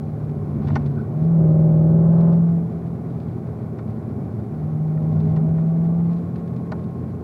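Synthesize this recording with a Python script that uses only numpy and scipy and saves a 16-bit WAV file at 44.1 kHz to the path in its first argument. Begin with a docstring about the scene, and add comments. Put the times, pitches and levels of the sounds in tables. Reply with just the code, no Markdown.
"""A V8 sports car engine, heard from inside as the car rolls through slow race track bends in fourth gear.
The exhaust booms in the cabin at the rate the cylinders fire. Twice the throttle opens and it growls,
strongly and then gently; in between, the engine coasts. The tyres rumble, harder along the kerbs, chirp
once and sing in the last bend. Loose things knock and tick as the car leans, over a faint hiss."""
import sys
import numpy as np
from scipy import signal
from scipy.fft import rfft, irfft, next_fast_len
from scipy.io import wavfile

SR = 44100
rng = np.random.default_rng(int(sys.argv[2]) if len(sys.argv) > 2 else 0)


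def digitize_waveform(pressure):
    """Quantize a signal to 16-bit integers and store it at the path in sys.argv[1].

    Rows of a 2-D input are taken as channels; values are limited to [-1, 1].
    """
    field = np.atleast_2d(pressure).T
    bounded = np.clip(field, -1, 1)
    quanta = np.round(bounded * 32767).astype(np.int16)
    wavfile.write(sys.argv[1], SR, quanta)


N = 318843
TIME = np.arange(N) / SR

# noise colours of the air, plastic trim, road (low, middle, high) and exhaust gas: f/Hz, relative level/dB
AIR_COLOUR = [(2000, -0.5), (4300, 3), (5700, 2), (6300, 1), (9000, 1), (16000, -1.5)]
TRIM_COLOUR = [(600, -14.5), (1400, 10), (2200, 5.5), (3000, 0.5), (4200, 1.5), (5700, -9.5), (6800, -15.5),
               (8500, -20), (15000, -37.5)]
RUMBLE_COLOUR = [(20, -40.5), (42, -30), (58, -17), (76, -7.5), (95, 2), (115, -3.5), (140, 0), (165, -6),
                 (192, -6), (212, 1.5), (226, 0.5), (245, -3.5), (275, -12.5), (330, -30.5)]
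ROAR_COLOUR = [(230, -23.5), (285, 2), (335, 0), (410, 1.5), (470, -6.5), (540, -7), (690, -9.5),
               (790, -11.5), (890, -17), (1050, -45)]
RUSH_COLOUR = [(750, -29), (900, 0), (1090, 5), (1200, -1.5), (1480, -4), (1650, -11), (2350, -13.5),
               (2750, -25), (4500, -30.5), (7000, -38.5)]
RASP_COLOUR = [(400, -8.5), (800, 1.5), (1050, 8.0), (1400, 2.5), (2200, -19), (4500, -29)]
# the sharpest ticks of the trim: t/s, level/dB
SHARP_TICKS = [(.294, -55), (0.671, -46), (0.682, -45), (0.7542, -36), (.860, -49), (2.2086, -46.5),
               (2.328, -54), (3.201, -51), (3.786, -53), (5.202, -51.5), (5.362, -48), (6.357, -45.5),
               (6.476, -50), (6.563, -48.5), (6.719, -35.5), (6.8405, -53)]
# the body flexes and the trim rattles more: t/s, half length/s, rise/dB
BODY_FLEXES = [(.74, .11, 13), (3.2, 0.094, 4.5), (5.28, 0.11, 4.5), (6.17, 0.073, 7.5)]
# a loose object knocks: t/s, relative level/dB, decay/s, treble limit/Hz
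KNOCK_HITS = [(.683, -36.5, 0.0045, 3400), (0.6992, -33, 0.0034, 2600), (.7545, -21.5, .007, 4200),
              (3.7852, -37, 0.0045, 3200), (4.972, -42.5, .004, 2400), (5.365, -38.5, .006, 3600),
              (5.579, -41, .004, 2200), (6.716, -24, 0.0082, 1150)]
# the tones that object rings at: f/Hz, width/Hz, gain/dB
KNOCK_RESONANCES = [(630, 46, 4.5), (802, 68, 5.5), (930, 55, 4.5), (1038, 37, 6), (1225, 110, 0.5),
                    (1463, 90, 0.5), (1650, 70, -14), (1840, 96, -1), (2120, 50, -6.5), (2270, 68, -9.5),
                    (2870, 440, -20), (3600, 44, -12.5), (4440, 130, -18), (5700, 550, -18.5)]
# the tyres cross kerbs and rough patches: t/s, half length/s, level change/dB
ROAD_JOLTS = [(.67, .14, 7.5), (1.1, 0.16, 2), (3.58, 0.053, -0.5), (4.2, 0.058, 4.5), (5.28, .16, 7)]
# the tyre tread sings in the last bend: t/s, f/Hz, level/dB
TREAD_SONG = [(0, 1090, -80), (5.8, 1085, -68), (6.25, 1085, -57.5), (6.7, 1080, -56), (7.23, 1062, -57.5)]
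# the driver's pedal presses: start t/s, rise/s, release t/s, fall/s, depth/0-1
PEDAL_PRESSES = [(-.1, .1, 0.6, .1, 0.03), (.62, 0.1, 0.79, 0.27, 0.12), (1.12, .25, 2.296, 0.36, 0.99),
                 (4.5, 0.75, 6.03, 0.19, 0.33)]
# engine speed as the firing rate, eight firings in two turns: t/s, f/Hz
FIRING_RATE = [(0, 152.3), (.45, 149), (.93, 141.8), (1.1, 145.5), (1.3, 166.5), (1.5, 157.4),
               (1.65, 160.3), (1.76, 158.3), (1.97, 163.8), (2.3, 168), (3.1, 167), (3.75, 156),
               (4.25, 149.5), (4.6, 153.7), (5.4, 158.8), (6.0, 168.6), (6.35, 171.4), (7.23, 168.3)]
# tones of the engine's three voices: multiple of the cycle rate (a cycle is two turns), level/dB
COASTING_TONES = [(4, -53), (6, -36.5), (10, -50.5), (18, -51.5), (21, -53)]
PART_THROTTLE_TONES = [(5, -45.5), (7, -46.5), (16, -48.5), (21, -45), (24, -60), (32, -49.5), (37, -62),
                       (38, -65.5), (40, -55.5), (41, -61), (56, -62.5)]
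WIDE_THROTTLE_TONES = [(4, -37.5), (5, -33.1), (6, -28.1), (7, -32.6), (9, -36.0), (10, -34.8), (13, -47.9),
                       (15, -43.3), (16, -37.6), (18, -37.9), (19, -37.7), (20, -43.4), (22, -43.3),
                       (23, -48.7), (24, -46.2), (25, -43.4), (26, -44.8), (27, -41.9), (28, -41.1),
                       (29, -50.7), (30, -42.1), (32, -43.1), (33, -48.9), (34, -50.9), (37, -54.0),
                       (38, -52.1), (39, -56.6), (40, -51.8), (41, -54.4), (42, -53.8), (44, -62.6),
                       (49, -61.8), (53, -65.2), (56, -63.9), (63, -66.0)]
# how the throttle mixes the voices: opening/0-1, coasting gain/dB, part gain/dB, wide gain/dB
VOICE_MIX = [(0, 1, -11.5, -36), (0.149, -8, -4, -24.5), (0.419, -11.5, -1, -13.5), (.7, -13, -2.5, -8.5),
             (1, -23.5, -23.5, 0.9)]
# pipe (part throttle) and cabin (wide throttle) resonances that lift passing tones: f/Hz, width/Hz, gain/dB
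PIPE_RESONANCES = [(645, 48, -4), (765, 17, 4.5)]
CABIN_RESONANCES = [(319, 3.3, -3.5), (385.6, 4.8, -1), (534, 14, -6.5), (596, 8.9, -1.5), (878, 15, 0),
                    (1024, 30, 5)]

AIR_DB, WHINE_HZ, WHINE_DB = -71, 11080, -81
RUSTLE_DB, SMALL_TICKS_PER_S, SMALL_TICK_DB, TICK_SPREAD_DB = -72.5, 22, -70, 3  # with no flexing
TICK_RISE_S, TICK_DECAY_S = .0007, .0045
RUMBLE_DB, ROAR_DB, RUSH_DB = -30, -38, -53.5  # on smooth tarmac
ROAR_JOLT_SHARE, RUSH_JOLT_SHARE = 0.49, 0.31
CHIRP_AT_S, CHIRP_HALF_LENGTH_S, CHIRP_HZ, CHIRP_DB = .997, .021, 1440, -47
RESPONSE_S = 0.019  # the exhaust takes this long to answer the pedal
FULL_BOOM_DB, BOOM_EXPONENT, COAST_BOOM_DB, COAST_FADE_DB_PER_S = -13.5, 0.45, -28.5, 6
RASP_BASE_DB, RASP_DB_PER_HZ = -53.5, 1.04  # the rasp grows with the firing rate


def from_db(db):
    """Turn decibels into a gain."""
    return 10 ** (np.asarray(db) / 20)


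def unit_power(x):
    """Scale a signal so that its average power is 1."""
    return x / np.sqrt(np.mean(x ** 2) + 1e-20)


def in_time(rows):
    """Join a table's points with straight lines: one curve for each column after the time."""
    times, *columns = np.transpose(rows)
    return [np.interp(TIME, times, column) for column in columns]


def phase_of(hz):
    """The running angle of a tone whose pitch changes."""
    return 2 * np.pi * np.cumsum(hz) / SR


def drift(rate):
    """A smooth random wobble of typical size 1, changing about `rate` times a second."""
    step = 40  # samples between random points
    r = np.exp(-2 * np.pi * rate * step / SR)
    slow = signal.lfilter([1], [1, -2 * r, r * r], rng.standard_normal(N // step + 2002))[2000:]
    return np.interp(np.arange(N) / step, np.arange(len(slow)), unit_power(slow))


def noise(colour):
    """Steady noise of power 1 in the given colour, falling away beyond the table's ends."""
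    size = next_fast_len(N)
    hz, db = np.transpose(colour)
    bins = np.maximum(np.arange(size // 2 + 1) * SR / size, 1)
    roll_off = np.minimum(bins / hz[0], 1) ** 2 * np.minimum(hz[-1] / bins, 1) ** 4
    gain = from_db(np.interp(np.log(bins), np.log(hz), db)) * roll_off
    return unit_power(irfft(rfft(rng.standard_normal(size)) * gain, size)[:N])


def resonate(x, hz, width):
    """Let a signal ring at one pitch, with gain 1 at that pitch."""
    r = np.exp(-np.pi * width / SR)
    feedback = [1, -2 * r * np.cos(2 * np.pi * hz / SR), r * r]
    return signal.lfilter(np.array([1, 0, -1]) * (1 - r * r) / 2, feedback, x + 1e-18)


def burst(start, decay, rise):
    """The loudness of one contact: it rises quickly, then dies away."""
    age = np.maximum(TIME - start, 0)
    return (1 - np.exp(-age / rise)) * np.exp(-np.minimum(age / decay, 40))


def swells(rows):
    """Add up smooth, bell-shaped bumps, one for each row."""
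    return sum(height * np.exp(-.5 * ((TIME - t) / half_length) ** 2) for t, half_length, height in rows)


def lag(x, seconds):
    """Follow a control with a short, smooth delay."""
    r = np.exp(-2 / (seconds * SR))
    return signal.lfilter([(1 - r) ** 2], [1, -2 * r, r * r], x - x[0]) + x[0]


def cabin_echoes(x):
    """Echoes off glass and dashboard smear a sound over a few milliseconds without colouring it."""
    for delay_s in (.0007, .0013, .0023):
        taps = np.zeros(round(delay_s * SR) + 1)
        taps[[0, -1]] = 1, -.5
        x = signal.lfilter(taps[::-1], taps, x + 1e-18)
    return x


def hiss_and_whine():
    """A faint hiss of air and a thin, unsteady electrical whine."""
    phase = 2 * np.pi * WHINE_HZ * TIME
    tone = unit_power(drift(110) * np.cos(phase) + drift(110) * np.sin(phase))
    whine = resonate(tone, WHINE_HZ, width=500)
    return from_db(AIR_DB) * noise(AIR_COLOUR) + from_db(WHINE_DB) * whine


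def trim():
    """Plastic panels tick sharply now and then; their rustle and small ticks swell as the body flexes."""
    sharp = sum(from_db(db) * burst(t, TICK_DECAY_S, TICK_RISE_S) for t, db in SHARP_TICKS)
    starts = rng.random(N) < SMALL_TICKS_PER_S / SR
    strikes = starts * from_db(SMALL_TICK_DB + TICK_SPREAD_DB * rng.standard_normal(N))
    small = signal.fftconvolve(strikes, burst(0, TICK_DECAY_S, TICK_RISE_S))[:N]
    rustle = from_db(RUSTLE_DB + 3.3 * drift(25))
    return (sharp + from_db(swells(BODY_FLEXES)) * (small + rustle)) * noise(TRIM_COLOUR)


def knocks():
    """A sharp hit and a dying chatter make a loose object ring; soft contacts sound duller."""
    force = np.zeros(N)
    for t, db, decay, treble_hz in KNOCK_HITS:
        contact = .5 * burst(t, decay, rise=.001) * rng.standard_normal(N)
        contact[round(t * SR)] += 7  # the hit itself
        soften = signal.butter(2, treble_hz, fs=SR, output="sos")
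        force += from_db(db) * signal.sosfilt(soften, contact + 1e-18)
    rings = sum((-1) ** k * from_db(db) * resonate(force, hz, width)
                for k, (hz, width, db) in enumerate(KNOCK_RESONANCES))
    return from_db(17) * cabin_echoes(rings)


def road_noise():
    """Rolling tyres roar, rush softly and rumble as the air inside them rings; kerbs make them louder."""
    jolt_db = swells(ROAD_JOLTS)
    rumble = from_db(RUMBLE_DB + jolt_db) * noise(RUMBLE_COLOUR)
    roar = from_db(ROAR_DB + ROAR_JOLT_SHARE * jolt_db) * noise(ROAR_COLOUR)
    rush = from_db(RUSH_DB + RUSH_JOLT_SHARE * jolt_db + 0.98 * drift(22)) * noise(RUSH_COLOUR)
    return rumble + roar + rush


def tyre_squeal():
    """Pushed sideways in the bends, the tread sings a wavering note and gives one short chirp."""
    tread_hz, tread_db = in_time(TREAD_SONG)
    song = from_db(tread_db + 2 * drift(8)) * np.sin(phase_of(tread_hz + 3 * drift(14)))
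    slip = swells([(CHIRP_AT_S, CHIRP_HALF_LENGTH_S, 1)])
    chirp = from_db(CHIRP_DB + 2 * drift(60)) * slip * np.sin(phase_of(CHIRP_HZ + 80 * drift(90)))
    return np.sqrt(2) * (song + chirp)


def throttle():
    """How far the pedal is down, from 0 to 1: each press goes down, holds and comes back."""
    ramps = (depth * np.clip(np.minimum((TIME - start) / rise, 1 - (TIME - release) / fall), 0, 1)
             for start, rise, release, fall, depth in PEDAL_PRESSES)
    return np.clip(sum(ramps), 0, 1)


def gas_rasp(cycle_angle, firing_hz):
    """Exhaust gas rasps out, swelling with two puffs in each engine cycle."""
    puffs = sum(np.exp(6 * (np.cos(cycle_angle - offset) - 1)) for offset in (0, 2 * np.pi * 3 / 8))
    level = from_db(RASP_BASE_DB + RASP_DB_PER_HZ * (firing_hz - firing_hz.mean()))
    return level * (0.66 + 0.22 * puffs) * noise(RASP_COLOUR)


def exhaust_tones(cycle_angle, tones, rough, scatter):
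    """Tones locked to the engine cycle: the pipes scatter their timing and uneven burning shakes them."""
    out = np.zeros(N)
    for multiple, db in tones:
        # each row of cylinders fires twice running once a cycle, the two rows three firings apart
        puffs = 1 + .95 * np.exp(-2j * np.pi * multiple * 3 / 8)
        phase = multiple * cycle_angle + np.angle(puffs) + scatter * rng.standard_normal()
        out += from_db(db) * ((1 + rough * drift(10)) * np.cos(phase) + rough * drift(5) * np.sin(phase))
    return np.sqrt(2) * out


def exhaust_boom(firing_angle, pedal):
    """A deep tone at the firing rate: it grows quickly with the pedal and fades slowly once that is up."""
    since_lift = TIME - np.maximum.accumulate(TIME * (pedal > 0))
    coasting = from_db(COAST_BOOM_DB - COAST_FADE_DB_PER_S * since_lift)
    pulling = from_db(FULL_BOOM_DB) * pedal ** BOOM_EXPONENT
    level = lag(np.maximum(pulling, coasting), RESPONSE_S)
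    return np.sqrt(2) * level * from_db(.25 * drift(12)) * np.sin(firing_angle)


def engine():
    """Eight firings in two turns make the boom; each cylinder row's uneven pulses add the other tones."""
    firing_hz, = in_time(FIRING_RATE)
    firing_angle = phase_of(firing_hz * (1 + .0006 * drift(12)))
    cycle_angle = firing_angle / 8
    pedal = throttle()
    opening, *voices_db = np.transpose(VOICE_MIX)
    coast, part, wide = (from_db(np.interp(lag(pedal, RESPONSE_S), opening, db)) for db in voices_db)
    boom = exhaust_boom(firing_angle, pedal)
    mutter = coast * exhaust_tones(cycle_angle, COASTING_TONES, rough=0.54, scatter=0.21)
    hum = part * exhaust_tones(cycle_angle, PART_THROTTLE_TONES, rough=0.4, scatter=1.2)
    pipe_ring = sum(from_db(db) * resonate(hum, hz, width) for hz, width, db in PIPE_RESONANCES)
    growl = cabin_echoes(wide * exhaust_tones(cycle_angle, WIDE_THROTTLE_TONES, rough=.08, scatter=.95))
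    cabin_ring = sum(from_db(db) * resonate(growl, hz, width) for hz, width, db in CABIN_RESONANCES)
    rasp = wide * gas_rasp(cycle_angle, firing_hz)
    return boom + mutter + 1.1 * hum + pipe_ring + 0.88 * growl + cabin_ring + rasp


def scene():
    """All the sounds meet at one spot in the cabin, as a single channel."""
    return (hiss_and_whine() + engine() + road_noise() + tyre_squeal() + knocks() + trim())[None]


def record(dry):
    """Cut the highest treble steeply, above 15900 Hz."""
    return signal.sosfilt(signal.ellip(12, .1, 80, 15900, fs=SR, output="sos"), dry)


dry = scene()
out = record(dry)
digitize_waveform(out)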